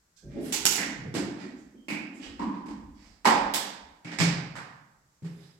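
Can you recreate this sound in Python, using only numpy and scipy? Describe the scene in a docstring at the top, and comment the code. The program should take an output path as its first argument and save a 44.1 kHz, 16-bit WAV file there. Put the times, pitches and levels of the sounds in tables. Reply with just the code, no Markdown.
"""A bare tiled room with a stone floor, ringing after every contact. A screwdriver is put down and
clatters; a plastic toilet seat is lifted, set on its ceramic bowl, shifted and pressed home.
The seat clacks and flexes as it rocks from edge to edge, and its weight makes the hollow bowl boom.
Hinges squeak, arms and knees shuffle and hands rub, over faint hiss and a low rumble.
The right microphone faces the work."""
import sys
import numpy as np
from scipy import signal
from scipy.fft import rfft, irfft, next_fast_len
from scipy.io import wavfile
from scipy.ndimage import map_coordinates

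SR = 44100
rng = np.random.default_rng(int(sys.argv[2]) if len(sys.argv) > 2 else 0)


def persist_wave(psi):
    """Save psi, clipped to +-1, as 16-bit WAV."""
    counts = np.round(np.clip(psi, -1, 1) * 32767).astype(np.int16)
    wavfile.write(sys.argv[1], SR, np.atleast_2d(counts).T)


N = 246519


def amp(db):
    """Decibels to gain."""
    return 10 ** (np.asarray(db) / 20)


def unit_rms(x):
    """x scaled to an rms of 1."""
    return x / np.sqrt(np.mean(x ** 2) + 1e-20)


def curve_at(points, hz):
    """Read (freq_hz, value) breakpoints on a log frequency axis."""
    freqs, values = np.transpose(points)
    return np.interp(np.log(hz + 1), np.log(freqs), values)


def eq(x, gain):
    """Shape x with the response gain(hz)."""
    size = next_fast_len(x.shape[-1] + SR // 4)
    return irfft(rfft(x, size) * gain(np.fft.rfftfreq(size, 1 / SR)), size)[..., :x.shape[-1]]


def resonances(modes, hz):
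    """Joint gain of steep-sided peaks, each (pitch_hz, width_hz, level_db)."""
    peaks = (amp(db) / (1 + ((hz * hz - pitch * pitch) / (width * hz + 1)) ** 2)
             for pitch, width, db in modes)
    return np.sqrt(sum(peak ** 2 for peak in peaks))


def impulse(gain, size=8192):
    """A minimum-phase hit with the spectrum gain(hz): attack first, ring after."""
    cepstrum = irfft(np.log(gain(np.fft.rfftfreq(size, 1 / SR)) + 1e-6))
    cepstrum[1:size // 2] *= 2
    cepstrum[size // 2 + 1:] = 0
    return irfft(np.exp(rfft(cepstrum)))


def add(track, start_s, sound):
    """Mix a sound into a stereo track."""
    part = track[:, max(round(start_s * SR), 0):][:, :sound.shape[-1]]
    part += sound[..., :part.shape[-1]]


# How alike the room sounds left and right: freq_hz, correlation
STEREO_LIKENESS = [(100, 0.94), (270, 0.88), (450, 0.72), (800, 0.046), (1500, 0.0067)]
def diffuse(pair):
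    """Two unrelated signals become a diffuse field: long waves reach both microphones alike."""
    angle = lambda hz: np.arccos(np.clip(curve_at(STEREO_LIKENESS, hz), -1, 1)) / 2
    mid, side = eq(pair, lambda hz: np.array([np.cos(angle(hz)), np.sin(angle(hz))]))
    return np.array([mid + side, mid - side])


# Reverb time of the tiled room: freq_hz, t60_s
ROOM_DECAY = [(100, 1.2), (170, 1.14), (280, 0.85), (480, 0.89), (900, 0.95), (1800, 0.82), (3200, 0.67),
              (5000, 0.61), (7000, 0.49), (10000, 0.36), (15000, .27)]
def in_room(sound, direct_db, crack_s=.0014, build_s=.0019, walls_db=-11, walls_s=.035, echoes=20):
    """A short direct crack, a few wall echoes and a dense tail that dies faster in the treble."""
    hz, t, noise = signal.stft(rng.standard_normal((2, SR * 5 // 4)), SR, nperseg=256)
    t60 = curve_at(ROOM_DECAY, hz)[:, None]
    fade = amp(-60 * t / t60) * np.sqrt(2 * np.log(1000) / (t60 * SR))  # equal energy in every band
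    response = signal.istft(noise * fade, SR, nperseg=256)[1]
    age = np.arange(response.shape[1]) / SR
    response *= 1 - np.exp(-age / build_s)
    for channel in response:
        delays = (rng.uniform(0.092, 1, echoes) * walls_s * SR).astype(int)
        channel[delays] += amp(walls_db) * rng.standard_normal(echoes) / np.sqrt(echoes)
    # sound leaves the whole surface, so even the first arrival is spread over a few milliseconds
    crack_age = age[age < 10 * crack_s]
    crack = rng.standard_normal((2, len(crack_age))) * np.exp(-crack_age / crack_s)
    add(response, 0, amp(direct_db) * crack / np.linalg.norm(crack, axis=1, keepdims=True))
    return signal.fftconvolve(sound[None], diffuse(response), axes=1)


def wobble(knots_per_s):
    """A smooth random curve as long as the scene."""
    knots = rng.standard_normal(int(N * knots_per_s / SR) + 4)
    return map_coordinates(knots, [np.arange(N) * knots_per_s / SR])


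# Colour of the steady hiss: freq_hz, gain_db
HISS_EQ = [(25, -14), (55, -11), (170, -7.5), (270, -16.5), (500, -19), (800, -19), (1500, -17.5),
           (3200, -27.5), (5000, -21.5), (7500, -20.5), (10000, -21.5), (16000, -20.5)]
# Level of the low rumble, swelling and fading with the work, under its waver: time_s, level_db
RUMBLE_LEVEL = [(0.0, -69), (0.17, -80), (0.26, -52), (0.67, -58), (1.26, -61), (1.85, -74), (2.01, -64.5),
                (2.21, -77), (2.29, -54.5), (3.56, -64.5), (3.71, -81), (3.83, -52), (4.03, -81.5),
                (4.16, -55), (4.95, -87.5), (5.23, -82), (5.26, -67), (5.59, -90)]
def room_tone(hiss_db=-65, rumble_hz=51.3, width_hz=45, waver_db=5.5):
    """Faint steady room noise and a low rumble that comes and goes."""
    noise = lambda: diffuse(rng.standard_normal((2, N)))
    hiss = eq(noise(), lambda hz: amp(curve_at(HISS_EQ, hz)))
    rumble = eq(noise(), lambda hz: resonances([(rumble_hz, width_hz, 0)], hz))
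    rumble_db = np.interp(np.arange(N) / SR, *np.transpose(RUMBLE_LEVEL))
    rumble_db += waver_db * wobble(knots_per_s=9)
    return amp(hiss_db) * unit_rms(hiss) + amp(rumble_db) * unit_rms(rumble)


# Thin squeaks and tinks of the hinges: start_s, length_s, pitch_hz, width_hz, level_db
HINGE_RUBS = [(0.168, 0.06, 1570, 130, -8), (0.160, .012, 5500, 5800, -15), (1.74, .1, 3130, 150, -9),
              (2.97, .09, 2150, 520, -9), (5.36, .11, 5055, 60, -1.5)]
def hinge_squeaks():
    """Metal fittings rub briefly, each at its own resonance."""
    out = np.zeros((2, N))
    for start_s, length_s, pitch_hz, width_hz, level_db in HINGE_RUBS:
        rub = rng.standard_normal(int(length_s * SR))
        ring = impulse(lambda hz: resonances([(pitch_hz, width_hz, level_db)], hz))
        squeak = signal.fftconvolve(rub / np.linalg.norm(rub), ring)
        add(out, start_s, in_room(squeak, direct_db=-36))
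    return out


def friction(length_s, slips_per_s, lateness):
    """Random slips under a pressure that swells and fades; lateness 1 peaks midway, less peaks sooner."""
    n = int(length_s * SR)
    slips = rng.standard_normal(SR) * (rng.random(SR) < slips_per_s / SR)
    pressure = np.sin(np.pi * np.linspace(0, 1, n) ** lateness)
    return unit_rms(slips[:n] * pressure) / np.sqrt(n)  # total energy 1


# Arms and knees shift their weight: start_s, length_s, level_db, centre_hz, width_hz
WEIGHT_SHIFTS = [(0.221, 0.17, 19, 160, 175), (0.338, .085, 28, 275, 250), (0.642, 0.023, 12.5, 203, 202),
                 (0.955, 0.184, 28.5, 135, 54.64), (1.024, 0.05, 12.5, 412, 295),
                 (1.418, 0.058, 21, 282, 112), (1.737, .03, 15.5, 252, 91.5), (2.11, 0.26, 22, 261, 99)]
def body_shuffles(cutoff_hz=680):
    """Padded contacts push only the low notes of the room."""
    out = np.zeros((2, N))
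    for start_s, length_s, level_db, centre_hz, width_hz in WEIGHT_SHIFTS:
        band = [(centre_hz, width_hz, level_db)]
        push = impulse(lambda hz: resonances(band, hz) / np.hypot(1, (hz / cutoff_hz) ** 4))
        shuffle = signal.fftconvolve(friction(length_s, slips_per_s=2000, lateness=0.51), push)
        add(out, start_s, in_room(shuffle, direct_db=-13.5))
    return out


# Broad snap of plastic on ceramic: freq_hz, gain_db
SNAP_EQ = [(40, -25), (110, -23), (200, -12), (350, -7), (700, 4), (1200, 1.5), (2200, 1.5), (3200, -2),
           (6000, -5.5), (10000, -2.5), (16000, -5)]
# Stiff modes of the seat's shell: pitch_hz, width_hz, level_db
SHELL_MODES = [(372, 78, -0.8), (462, 170, 0.5), (549, 39, 3), (818, 120, 3.5), (892, 25, 1),
               (1055, 30, -0.5), (1576, 85, 4), (1715, 37, 4), (1883, 260, 3), (2200, 120, 1.5),
               (2420, 56, -1.5), (4920, 1300, -1.5), (7840, 1400, -5)]
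def plastic_tone(hz):
    """Colour of the seat's shell: a broad snap with its modes on top."""
    return np.hypot(amp(curve_at(SNAP_EQ, hz)), resonances(SHELL_MODES, hz))


# Seat and clothes slide under the hands: start_s, length_s, level_db, centre_hz
HAND_SLIDES = [(0.268, 0.21, -12.5, 1900), (0.40, 0.12, -4.5, 10790), (1.352, 0.12, -5.5, 1950),
               (1.552, 0.078, -24.5, 6600), (2.129, 0.069, -19, 7400), (2.188, 0.097, -4, 2880),
               (2.926, 0.23, -17, 4940), (5.047, 0.21, -36, 6500), (5.232, 0.33, -22.5, 10500),
               (5.36, .12, -20.5, 3700)]
def hand_slides(peak_db=6, relative_width=.4, reach_hz=3980):
    """Sliding is a run of tiny slips that excite the shell; finer scrapes reach higher."""
    out = np.zeros((2, N))
    for start_s, length_s, level_db, centre_hz in HAND_SLIDES:
        peak = [(centre_hz, relative_width * centre_hz, peak_db)]
        colour = lambda hz: np.hypot(plastic_tone(hz), resonances(peak, hz))
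        cutoff_hz = centre_hz + reach_hz
        slip = impulse(lambda hz: colour(hz) / np.hypot(1, (hz / cutoff_hz) ** 3))
        scrape = signal.fftconvolve(friction(length_s, slips_per_s=1500, lateness=.9), slip)
        add(out, start_s, amp(level_db) * in_room(scrape, direct_db=-9))
    return out


# Ring of the shaft and handle: pitch_hz, width_hz, level_db
TOOL_MODES = [(1430, 290, -4), (2110, 100, -7.5), (2870, 110, 2), (4617, 170, 2), (5455, 380, 2.5),
              (6130, 450, 2.5), (6940, 320, 6.5), (7940, 500, 1.5), (11400, 2600, 2.5)]
# Colour of the clatter on stone: freq_hz, gain_db
CLATTER_EQ = [(60, -26), (200, 0.5), (380, 2.5), (620, -9.5), (850, 2.5), (1200, -7), (2500, 3),
              (4000, 1.5), (8000, 3.5), (12000, 1.5), (16000, 0.5)]
# The screwdriver hits the floor: start_s, clatter_db, ring_db, direct_db, per_bounce_db
TOOL_HITS = [(0.524, 10.5, 8, -14, -7), (0.6542, 9.5, 18, -1.5, -2.5), (0.712, 4.5, 6, -7, -2.5),
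             (0.757, 4, 3, -5, -9.5)]
def screwdriver(clicks=3, first_flight_s=.0098, flight_ratio=0.42):
    """Handle and tip land in turn and rebound ever faster, ringing the shaft."""
    out = np.zeros((2, N))
    for start_s, clatter_db, ring_db, direct_db, per_bounce_db in TOOL_HITS:
        clatter = lambda hz: amp(clatter_db + curve_at(CLATTER_EQ, hz))
        click = impulse(lambda hz: np.hypot(clatter(hz), amp(ring_db) * resonances(TOOL_MODES, hz)))
        for bounce in range(clicks):
            flown_s = first_flight_s * (1 - flight_ratio ** bounce) / (1 - flight_ratio)
            add(out, start_s + flown_s, amp(bounce * per_bounce_db) * in_room(click, direct_db))
    return out


# Low bending modes of the seat: pitch_hz, width_hz, level_db
FLEX_MODES = [(210.5, 74, 0), (288.8, 62, 1)]
def seat_clack(clack_db, tilt_db, cutoff_hz, flex_db, ring_hz, width_hz, ring_db):
    """Harder contacts are brighter; each bends the seat and favours the modes of the struck spot."""
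    def spectrum(hz):
        octaves_up = np.log2(np.hypot(1, hz / 1500))
        force = amp(clack_db + tilt_db * octaves_up) / np.hypot(1, (hz / cutoff_hz) ** 3)
        spot = resonances([(ring_hz, width_hz, ring_db)], hz)
        shell = plastic_tone(hz) * np.hypot(force, spot)
        return np.hypot(shell, amp(flex_db) * resonances(FLEX_MODES, hz))
    return in_room(impulse(spectrum), direct_db=-11.5)


# The seat lands on one edge and rocks onto the other: start_s, rock_s, edge_gain_db, clack_db,
# tilt_db_per_octave, cutoff_hz, flex_db, ring_hz, width_hz, ring_db
SEAT_LANDINGS = [ (0.780, .033, 2.5, 4.5, -4, 8130, 21.5, 2000, 950, 12),
                 (1.141, .009, -6, 6.5, -0.65, 10040, 29.5, 298, 91, 34.5),
                 (1.884, .019, -1.5, 3.5, -3.5, 18000, 24.5, 2410, 584, 15.5),
                 (2.394, .022, 2, -1.5, -6.5, 8900, 26.5, 1006, 240, 16),
                 (2.530, 0.011, -15, -9, -5.5, 6170, 9, 998, 245, 9.5),
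                 (2.660, .024, -1, -11, -2, 8730, 18.5, 972, 254, 2),
                 (3.247, .007, -16.5, 24, -4.5, 14560, 31, 927, 320, 34.5),
                 (3.5379, .007, 9.5, -0.5, 2.5, 18440, 6.5, 3550, 970, 9),
                 (4.047, 0.025, 1, -5, -2.5, 6870, 13.5, 2260, 800, 1.5),
                 (4.110, .007, -12.5, -2.5, 0, 5860, 8.5, 1890, 800, 1),
                 (4.187, .015, -4.5, 13, 2.5, 6380, 25, 2340, 950, 16),
                 (4.555, .011, -0.5, -4, -2.5, 9640, -1.5, 1250, 1092, 4),
                 (5.224, .022, -9.5, -11.5, -2.3, 11000, 4, 407, 112.6, 5.5)]
def seat_landings(settle_s=.018):
    """Three contacts a landing: a bright first edge, the other edge with the weight, a soft settling."""
    out = np.zeros((2, N))
    for start_s, rock_s, edge_gain_db, *tone in SEAT_LANDINGS:
        clack_db, tilt_db, cutoff_hz, flex_db, ring_hz, width_hz, ring_db = tone
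        edge = seat_clack(clack_db - 1.5, tilt_db + 1.5, cutoff_hz, flex_db - 2, ring_hz, width_hz, ring_db)
        weight = seat_clack(*tone)
        settle = seat_clack(clack_db - 4, tilt_db, cutoff_hz, flex_db - 3, ring_hz, width_hz, ring_db - 4)
        add(out, start_s, amp(edge_gain_db) * edge)
        add(out, start_s + rock_s, weight)
        add(out, start_s + rock_s + settle_s, settle)
    return out


# Notes of the air in the bowl: pitch_hz, level_db, t60_s
BOWL_AIR_MODES = [(168.4, 3.5, 0.54), (138.2, -7.5, .25), (324, -21.5, 0.82), (404.5, -22, 0.8)]
# Thump of the heavy ceramic body: pitch_hz, width_hz, level_db
BOWL_BODY_MODES = [(144.7, 41, 52)]
# The seat's weight lands on the bowl: start_s, level_db
BOWL_HITS = [(4.049, -38), (4.198, -14), (4.555, -54.5), (5.221, -29)]
def bowl_booms(attack_s=0.018):
    """The covered bowl booms at the pitch of its enclosed air, and its body thumps the room."""
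    out, t = np.zeros((2, N)), np.arange(SR) / SR
    boom = sum(amp(db - 60 * t / t60) * np.sin(2 * np.pi * hz * t) for hz, db, t60 in BOWL_AIR_MODES)
    boom *= 1 - np.exp(-t / attack_s)
    thump = impulse(lambda hz: resonances(BOWL_BODY_MODES, hz))
    for start_s, level_db in BOWL_HITS:
        add(out, start_s, amp(level_db) * boom)
        add(out, start_s, amp(level_db) * in_room(thump, direct_db=-4.5))
    return out


# Stereo balance of the work: freq_hz, left_minus_right_db
BALANCE = [(150, -0.5), (300, -2.4), (550, -2), (1000, -4.5), (2200, -6), (4500, -11), (7000, -14),
           (9500, -0.5), (13000, -3)]
def scene():
    """The work over room tone; the left microphone is shaded from it, most in the treble."""
    def pan(hz):
        left = amp(curve_at(BALANCE, hz))
        return np.array([left, np.ones_like(hz)]) * np.sqrt(2 / (1 + left ** 2))  # constant power
    work = seat_landings() + bowl_booms() + screwdriver()
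    work += body_shuffles() + hand_slides() + hinge_squeaks()
    return eq(work, pan) + room_tone()


# Response of the microphone: freq_hz, gain_db
MIC_EQ = [(7800, -2.5), (9200, -11), (12500, -11), (15500, -17)]
BAND_LIMIT_HZ = 16150
def record(dry):
    """The microphone dulls the top octave; peaks clip at full scale and nothing passes the band limit."""
    coloured = eq(dry, lambda hz: amp(curve_at(MIC_EQ, hz)))
    return eq(np.clip(coloured, -1, 1), lambda hz: hz < BAND_LIMIT_HZ)


dry = scene()
out = record(dry)
persist_wave(out)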